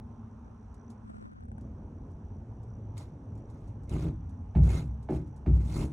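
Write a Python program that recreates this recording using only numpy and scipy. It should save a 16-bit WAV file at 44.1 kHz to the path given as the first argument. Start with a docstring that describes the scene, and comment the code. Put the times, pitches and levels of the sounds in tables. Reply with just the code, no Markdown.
"""Hooves at a barn door

A horse paws at the wooden sill: hooves set the modes of the boards ringing and drag through grit and straw.
Hooves and boards are decaying sines; grit, straw and wind are shaped noise, and the boards echo in the barn.
Filtered noise gives a low hum, and pulsed noise a buzzing insect. A hand rubs the two-port microphone and
its case creaks. The bass is mono below a moving edge, and the centre hollows briefly under the grip.
"""
import sys
import numpy as np
from scipy import signal
from scipy.fft import rfft, irfft
from scipy.io import wavfile
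from scipy.ndimage import uniform_filter1d

SR = 44100
rng = np.random.default_rng(int(sys.argv[2]) if len(sys.argv) > 2 else 0)


def output_pcm(signal):
    """Save a mono or channel-first signal as 16-bit PCM at the path in sys.argv[1].

    Samples are clipped to [-1, 1] before scaling.
    """
    pcm = np.clip(np.atleast_2d(signal).T, -1, 1) * 32767
    wavfile.write(sys.argv[1], SR, np.round(pcm).astype(np.int16))


N = 261072  # samples


def gain_of(db):
    """Level law: decibels to amplitude ratio."""
    return 10 ** (np.asarray(db) / 20)


def evened(x):
    """Power normalisation: scales to rms 1."""
    return x / np.sqrt(np.mean(abs(x) ** 2) + 1e-20)


def read(points, hz):
    """Logarithmic frequency scale: interpolates a spectrum along it."""
    f, value = np.transpose(points)
    return np.interp(np.log(hz + 1), np.log(f + 1), value)


def track(rows, count=N):
    """Linear interpolation in time: each column of a curve at count even steps."""
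    s, *columns = np.transpose(rows)
    times = np.linspace(0, N / SR, count)
    return [np.interp(times, s, column) for column in columns]


def add(mix, s, sound):
    """Superposition: adds a sound to the mix, in place, from s seconds."""
    part = mix[round(s * SR):][:len(sound)]
    part += sound[:len(part)]


def colour(x, points):
    """Linear filtering: multiplies the spectrum by a gain curve without phase shift."""
    return irfft(rfft(x) * gain_of(read(points, np.fft.rfftfreq(N, 1 / SR))), N)


def lumps(size):
    """Low-pass random process: twice-averaged noise, rms 1, changing over size samples."""
    return evened(uniform_filter1d(uniform_filter1d(rng.standard_normal(N), size), size))


def patchy(patchy_db, wide, long):
    """Non-stationary noise: two channels share random patches, wide in bins and long in frames."""
    shape = (257, N // 128 + 5)  # bins of a 512-sample spectrum, frames of 128 samples
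    patches = uniform_filter1d(rng.standard_normal(shape), wide, 0)
    patches = evened(uniform_filter1d(patches, long, 1))
    z = rng.standard_normal((2, *shape)) + 1j * rng.standard_normal((2, *shape))
    return signal.istft(z * gain_of(patchy_db * patches), nperseg=512, noverlap=384)[1][:, :N]


def stroke(touch, full, lift, rise_db, fall_db_per_s):
    """Friction envelope: climbs by rise_db from touch to full, and falls steadily from lift."""
    t = np.arange(N) / SR
    climb = np.clip((full - t) / max(full - touch, .001), 0, None)
    fall_db = fall_db_per_s * np.maximum(t - lift, 0)
    return (t > touch - .01) * gain_of(-rise_db * climb - fall_db)


def palm():
    """Acoustic shadow: gain of the distant wash and the insect while the palm covers the ports."""
    shade_db = -5
    cover = stroke(1.1, 1.24, 1.56, rise_db=14, fall_db_per_s=403)
    return 1 - (1 - gain_of(shade_db)) * cover


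# wind strength: [t/s, rumble level/dB, roar level/dB]
WIND = [(0, -48, -60), (.6, -49.5, -61), (1.35, -50.5, -60.5), (1.6, -42, -52), (2.5, -44.5, -55),
        (3.4, -45.5, -51), (3.8, -42, -54.5), (4.3, -39.5, -66.5), (5.1, -48, -64), (5.92, -54, -55.5)]
# spectral shape of the rumble: [f/Hz, level/dB]
RUMBLE = [(12, -72), (20, -26), (41, -2.5), (92, -0.5), (114, -5.5), (135, -14.5), (217, -12.5),
          (241, -27.5), (260, -12), (340, -39), (570, -120)]
# spectral shape of the roar: [f/Hz, level/dB]
ROAR = [(88, -41), (150, 8.5), (215, -10), (242, -9), (275, -1), (700, -14), (910, -44.5), (1540, -120)]
# spectral shape of the distant wash: [f/Hz, level/dB]
YARD = [(150, -32), (250, -4.5), (386, -15), (428, -8), (492, -12.5), (684, -13.5), (842, -9), (1440, -22),
        (2000, -33.5), (2380, -34.5), (4770, -45), (5980, -38.5), (6640, -46.5), (10000, -48), (12500, -61),
        (16000, -64.5)]


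def wind():
    """Turbulence noise: lumpy rumble, a roar reaching higher, and a distant wash in drifting patches."""
    wash_db = -60
    rumble_db, roar_db = track(WIND)
    rumble = evened(colour(rng.standard_normal((2, N)), RUMBLE))
    rumble = rumble * gain_of(rumble_db + 0.25 * lumps(size=3000))
    roar = evened(colour(rng.standard_normal((2, N)), ROAR)) * gain_of(roar_db)
    wash = evened(colour(patchy(1.3, wide=6, long=20), YARD)) * gain_of(wash_db)
    return rumble + roar + wash * palm()


# tones of far machinery, before the swell: [f/Hz, half-width at half amplitude/Hz, level/dB]
HUM = [(106.4, 8.4, -53.5), (214.1, 6.4, -56.5), (233.5, 4.3, -58.5), (402.5, 3.9, -72.5),
       (1043, 6.8, -78.5)]
# slow swell: [t/s, lowest tone level/dB, upper tones level/dB]
HUM_SWELL = [(0, 5.5, 2), (1.2, -11.5, 0.5), (2.2, -2, 0), (2.6, 11, -5.5), (3.7, 5.5, -3.5), (4.4, -2, -1),
             (5.92, -4, 0)]


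def hum():
    """Narrow-band noise: resonance curves select fuzzy low tones that swell slowly."""
    hz, noise = np.fft.rfftfreq(N, 1 / SR), rfft(rng.standard_normal(N))
    tones = []
    for f, width, db in HUM:
        resonance = 1 / (1 + ((hz - f) / width) ** 2)
        tones.append(gain_of(db) * evened(irfft(noise * resonance, N)))
    lowest_db, upper_db = track(HUM_SWELL)
    return tones[0] * gain_of(lowest_db) + sum(tones[1:]) * gain_of(upper_db)


def insect():
    """Amplitude modulation: one puff of noise per wing stroke excites one resonance."""
    strokes_per_s, resonance_hz, half_width_hz, level_db = 59.8, 5884, 160, -86.5
    turns = np.arange(N) * strokes_per_s / SR + 0.28
    puffs = rng.standard_normal(N) * np.exp(2.3 * np.cos(2 * np.pi * turns))
    puffs = puffs * gain_of(3.0 * lumps(size=2000))
    hz = np.fft.rfftfreq(N, 1 / SR)
    resonance = 1 / (1 + ((hz - resonance_hz) / half_width_hz) ** 4)
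    return gain_of(level_db) * evened(irfft(rfft(puffs) * resonance, N))


# rubs, before the port gains: [touch t/s, full t/s, lift t/s, level/dB, treble level over it/dB]
RUBS = [(.45, 0.53, 0.47, -46, -8), (1.015, 1.09, 1.224, -48.5, 1), (1.21, 1.246, 1.42, -53.5, -14)]
# spectral shape of skin on the case: [f/Hz, level/dB]
SKIN = [(80, 0.5), (220, 6), (500, -4), (1300, -8), (2500, -29), (5000, -38.5), (7200, -37), (8300, -27),
        (9600, -42), (16000, -75)]
# creaks of the case, before the port gains: [t/s, level/dB]
CREAKS = [(1.223, -57), (1.278, -52), (1.316, -51), (1.332, -51), (1.407, -46.5), (1.436, -46),
          (1.454, -46), (1.485, -46), (1.517, -40.5), (1.582, -40), (2.68, -51)]
# modes of the case: [f/Hz, level/dB, t60/s]
CASE = [(800, 10, 0.02), (1500, 2, 0.017), (2120, -14.5, 0.0081), (3200, -23, 0.004), (4460, -16, 0.002),
        (5900, -12, 0.0041), (8140, -7.5, 0.019)]


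def hand():
    """Stick-slip and modal ringing: skin rubs the case, which creaks in short clicks."""
    # gains at the left and right port; opposite signs are opposite phase
    rub_ports, treble_ports = np.array([[1.29], [-0.95]]), np.array([[0.65], [0.11]])
    creak_ports = np.array([[1.21], [-0.69]])
    skin = evened(colour(rng.standard_normal(N) * gain_of(3.6 * lumps(size=200)), SKIN))
    low = signal.sosfiltfilt(signal.butter(N=4, Wn=6500, fs=SR, output="sos"), skin)
    rub = np.zeros((2, N))
    for *times, db, treble_db in RUBS:
        envelope = gain_of(db) * stroke(*times, rise_db=17.5, fall_db_per_s=282)
        rub += envelope * (rub_ports * low + gain_of(treble_db) * treble_ports * (skin - low))
    t, creaks, lead = np.arange(1500) / SR, np.zeros(N), 100  # lead: room before the click, samples
    click = sum(gain_of(db - 60 * t / t60) * np.sin(2 * np.pi * hz * t) for hz, db, t60 in CASE)
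    click = np.pad(click, (lead, N - len(t) - lead))
    click = colour(click, [(8600, -9.5), (9600, -29)])[:len(t) + lead]
    for s, db in CREAKS:
        add(creaks, s - lead / SR, gain_of(db) * click)
    return rub + creak_ports * creaks


# straw snapping and rustling: [t/s, rustle level/dB, first snap level over the rustle/dB]
STRAW = [(0.7432, -73, 6), (0.9014, -63.5, -8), (1.6106, -76.5, 7), (2.1096, -78.5, -2), (2.6312, -77, 6),
         (2.979, -58, 13), (3.353, -76, -2), (3.3768, -72.5, -12), (3.4996, -69.5, -10), (3.677, -70, -14),
         (3.8347, -74, 1), (3.895, -62.5, 8), (4.293, -71, -14), (5.028, -68.5, -5), (5.2725, -74.5, -10.5),
         (5.3627, -69, -14)]


def straw():
    """Impulsive fracture: each snap is a soft-edged noise burst over a longer rustle."""
    rustle_t60, snap_t60, rise_s = 0.11, .025, 0.0007
    band = signal.butter(N=2, Wn=[3800, 10900], btype="band", fs=SR)
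    wide = signal.butter(N=2, Wn=[2000, 10900], btype="band", fs=SR)  # the snap reaches lower
    out, t = np.zeros((2, N)), np.arange(SR // 8) / SR
    for s, db, snap_db in STRAW:
        burst = rng.standard_normal((2, len(t)))
        rustle = gain_of(db - 60 * t / rustle_t60) * evened(signal.lfilter(*band, burst))
        snap = gain_of(db + snap_db - 60 * t / snap_t60) * evened(signal.lfilter(*wide, burst))
        for side, sound in zip(out, (1 - np.exp(-t / rise_s)) * (rustle + snap)):
            add(side, s - .001, sound)
    return out


# drags: [touch t/s, full t/s, lift t/s, grit level/dB, weight on the boards over the grit/dB,
#         treble level over the grit/dB]
DRAGS = [(2.959, 2.972, 3.02, -57, -10, -1.5), (3.475, 3.496, 3.7, -74.5, -5, -1.5),
         (3.884, 3.917, 4.05, -53.5, 21, -2.5), (4.616, 4.638, 4.66, -53, 19, 0.5),
         (4.672, 4.693, 4.79, -49, 13, -0.5), (5.113, 5.136, 5.147, -55.5, 21.5, -2.5),
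         (5.515, 5.534, 5.58, -63.5, 24, -2.5), (5.61, 5.764, 5.826, -49.5, 17, 3)]
# spectral shape of the grit: [f/Hz, level/dB]
GRIT = [(300, -15), (500, -10.5), (800, -10.5), (1400, -13.5), (1700, -23), (2030, -20.5), (2130, -10.5),
        (2250, -21.5), (2550, -19), (3000, -24.5), (4000, -20.5), (4800, -24.5), (6200, -26), (9500, -26),
        (15000, -31), (16000, -42.5)]
# modes of the floor boards; high bending waves arrive first: [f/Hz, level/dB, t60/s, arrival t/s]
BOARDS = [(53.5, -15.4, .49, .0114), (62.6, -1.3, .72, .0202), (71.1, -10.8, .65, .0298),
          (80, -4, .28, .0109), (99.2, -5.9, .86, .0111), (109.6, -11.5, .79, .0099),
          (124.5, -12.4, 1.2, .0127), (134.6, 0, .35, .0098), (156.7, .5, .22, .0089),
          (168.7, -11.1, .41, .0193), (215, -14, .3, .01), (245, -17, .25, .009), (265, -15, .25, .009),
          (282, -16, .25, .008), (305, -15, .25, .008), (362, -19, .25, .008), (415, -27, .2, .007),
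          (488, -30, .25, .005), (570, -32, .2, .003), (636, -33, .2, .002), (700, -33, .15, .001),
          (760, -33, .15, .001), (812, -32, .15, .001), (850, -33, .15, .001)]


def drags():
    """Friction excitation: clumped grains hiss under the hoof, and its slips shake the boards."""
    rise_db, fall_db_per_s = 18, 353
    settle_db, settle_db_per_s = -13.5, 129.5  # loose grit trickles on
    kick_db, kick_s, kick_db_per_s = -16, .018, 246  # grit thrown by each blow, over its toe crack
    kicked = np.zeros(N)
    for s, *_, crack_db in STEPS:
        throw = stroke(s, s + kick_s, s + kick_s, rise_db, kick_db_per_s)
        kicked += gain_of(crack_db + kick_db) * throw
    clumps_db = 2.34 * rng.exponential(1, (2, N)) + 1.6 * lumps(size=150)
    grains = evened(colour(patchy(3.3, wide=8, long=6) * gain_of(clumps_db), GRIT))
    # each drag is duller or brighter above 4500 Hz
    dull = signal.sosfiltfilt(signal.butter(N=2, Wn=4500, fs=SR, output="sos"), grains)
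    level, treble, press = kicked, kicked, 0
    for *times, db, weight_db, treble_db in DRAGS:
        scrape = gain_of(db) * stroke(*times, rise_db, fall_db_per_s)
        settle = gain_of(db + settle_db) * stroke(*times, rise_db, settle_db_per_s)
        level = level + scrape + settle
        treble = treble + (scrape + settle) * gain_of(treble_db)
        press = press + scrape * gain_of(weight_db)
    t, ring = np.arange(SR // 4) / SR, 0
    for hz, db, t60, _ in BOARDS:
        tilt_db = -8.0 * abs(np.log2(hz / 290))  # per octave away from 290 Hz
        damped_t60 = .5 * min(t60, .3)
        ring = ring + gain_of(db + tilt_db - 60 * t / damped_t60) * np.sin(2 * np.pi * hz * t)
    press = np.maximum(press, np.roll(press, round(0.023 * SR)))  # the weight lingers after the grit stops
    slips = evened(rng.standard_normal(N) * (rng.random(N) < 500 / SR)) * press  # 500 per s on average
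    shake = signal.oaconvolve(slips, ring / np.linalg.norm(ring))[:N]
    return level * dull + treble * (grains - dull), shake


# hoof blows: [t/s, level at 60 Hz/dB, at 170 Hz/dB, at 300 Hz/dB, at 800 Hz/dB, toe crack level/dB]
STEPS = [(3.903, -35.5, -24, -35, -38, -72), (4.055, -42.5, -38, -26, -42, -71.5),
         (4.549, -13.5, -12, -19, -13.5, -44), (5.087, -29.5, -26, -11, -10, -44.5),
         (5.145, -42.5, -37, -21.5, -41, -56.5), (5.4591, -14, -18, -13.5, -23.5, -47.5)]


def steps():
    """Modal synthesis: each hoof cracks on the wood; toe and heel set the boards ringing."""
    heel_s, heel_db = .0346, -8  # the heel follows the toe
    out, t = np.zeros(N), np.arange(SR) / SR
    short = t[:SR // 10]
    crack_shape = [(300, -32), (700, 15.5), (1500, 3.5), (2300, 0), (4000, -15.5), (9000, -34.5)]  # Hz, dB
    for s, *blow_db, crack_db in STEPS:
        blow = [*zip((60, 170, 300, 800), blow_db)]
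        for hz, mode_db, t60, arrival in BOARDS:
            rise = 1 - np.exp(-t * hz / .6)  # time constant of 0.6 cycle
            decay = gain_of(mode_db + read(blow, hz) - 60 * t / t60)
            ring = rise * decay * np.sin(2 * np.pi * hz * t)
            add(out, s + arrival, ring)
            add(out, s + arrival + heel_s, gain_of(heel_db) * ring)
        grains = np.pad(rng.standard_normal(len(short)), (0, N - len(short)))
        crack = evened(colour(grains, crack_shape)[:len(short)])
        envelope = (1 - np.exp(-short / 0.0016)) * gain_of(crack_db - 60 * short / 0.13)
        add(out, s, envelope * crack)
    return out


# reverberation time of the barn: [f/Hz, t60/s]
BARN = [(100, 1), (500, 0.12), (2000, 0.32), (8000, 0.046)]


def barn():
    """Reverberation: two sparse tails of random sign, each band dying at its own speed."""
    size = SR // 2
    taps = rng.choice([-1., 1.], (2, size)) * (rng.random((2, size)) < .05)
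    taps = taps * (np.arange(size) > 200)  # no early echo
    hz, t, z = signal.stft(taps, SR, nperseg=512)
    decay = gain_of(-60 * t / read(BARN, hz)[:, None])
    tail = signal.istft(z * decay, SR, nperseg=512)[1]
    return tail / np.linalg.norm(tail[0])


# likeness of the two ports, limited to -1..1: [f/Hz, correlation]
SAME = [(150, .995), (300, 0.93), (640, 0.55), (1400, 0.71), (2400, 0.39), (3100, 0.14), (4900, -0.43),
        (5700, .6), (6150, .99), (7200, .99), (7700, .3), (11000, -0.57), (12000, -1.16), (14000, -0.82),
        (15000, -.5)]


def ports(one, other):
    """Spatial coherence: two ports from two unrelated copies of a diffuse sound."""
    same = np.clip(read(SAME, np.fft.rfftfreq(N, 1 / SR)), -1, 1)
    right = same * rfft(one) + np.sqrt(1 - same ** 2) * rfft(other)
    return np.array([one, irfft(right, N)])


# balance of the ports: [f/Hz, left minus right level/dB]
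LEAN = [(250, 0.5), (400, 0), (700, -5), (1300, -4), (2400, 0), (4400, -1), (8000, -0.5)]


def leaned(pair):
    """Diffraction: the case shades one port in the mid range."""
    lean = gain_of(read(LEAN, np.fft.rfftfreq(N, 1 / SR)) / 2)
    return irfft(rfft(pair) * [lean, 1 / lean], N)


def scene():
    """Superposition: hooves with the barn's echo, the outdoors, and the hand."""
    grit, shake = drags()
    wood = steps() + shake
    echo_source = colour(wood, [(200, -13.0), (400, -5.5)])[None]
    echo = gain_of(-4.5) * signal.fftconvolve(echo_source, barn(), axes=1)[:, :N]
    diffuse = ports(*(echo + grit + straw() + wind()))
    return leaned(wood + diffuse) + hum() + insect() * palm() + hand()


def roll_off(x):
    """The treble ends steeply here."""
    return signal.sosfilt(signal.butter(12, 16450, fs=SR, output="sos"), x)


# edge below which the bass is mono: [t/s, f/Hz]
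MONO_BELOW = [(0, 86), (1.47, 61), (1.55, 464), (2.7, 700), (3.5, 605), (4.0, 317), (4.85, 228), (5.0, 125),
              (5.5, 40.3), (5.92, 87.3)]
# under the grip the centre of the image cancels: [t/s, loss level/dB, lowest f/Hz, highest f/Hz]
HOLLOW = [(1.03, 1.5, 400, 1000), (1.1, 24.5, 333, 960), (1.42, 17, 338, 1260), (1.5, 20, 800, 1410),
          (1.55, 4, 1070, 1500)]


def record(dry):
    """Mid-side filtering: bass goes mono below a moving edge; the centre hollows under the grip."""
    low_cut_hz = 11
    sum_and_difference = [dry[0] + dry[1], dry[0] - dry[1]]
    hz, t, z = signal.stft(sum_and_difference, SR, nperseg=1024, noverlap=768)
    hz = hz[:, None] + 1  # keeps the ratios below finite
    edge_hz, = track(MONO_BELOW, count=len(t))
    loss_db, low_hz, high_hz = track(HOLLOW, count=len(t))
    z /= np.sqrt(1 + (low_cut_hz / hz) ** 6)
    z[1] /= 1 + (edge_hz / hz) ** 12
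    z[0] *= gain_of(-loss_db / (1 + (low_hz / hz) ** 8) / (1 + (hz / high_hz) ** 8))
    mid, side = signal.istft(z, SR, nperseg=1024, noverlap=768)[1][:, :N] / 2
    mix = np.array([mid + side, mid - side])
    return roll_off(mix)


dry = scene()
out = record(dry)
output_pcm(out)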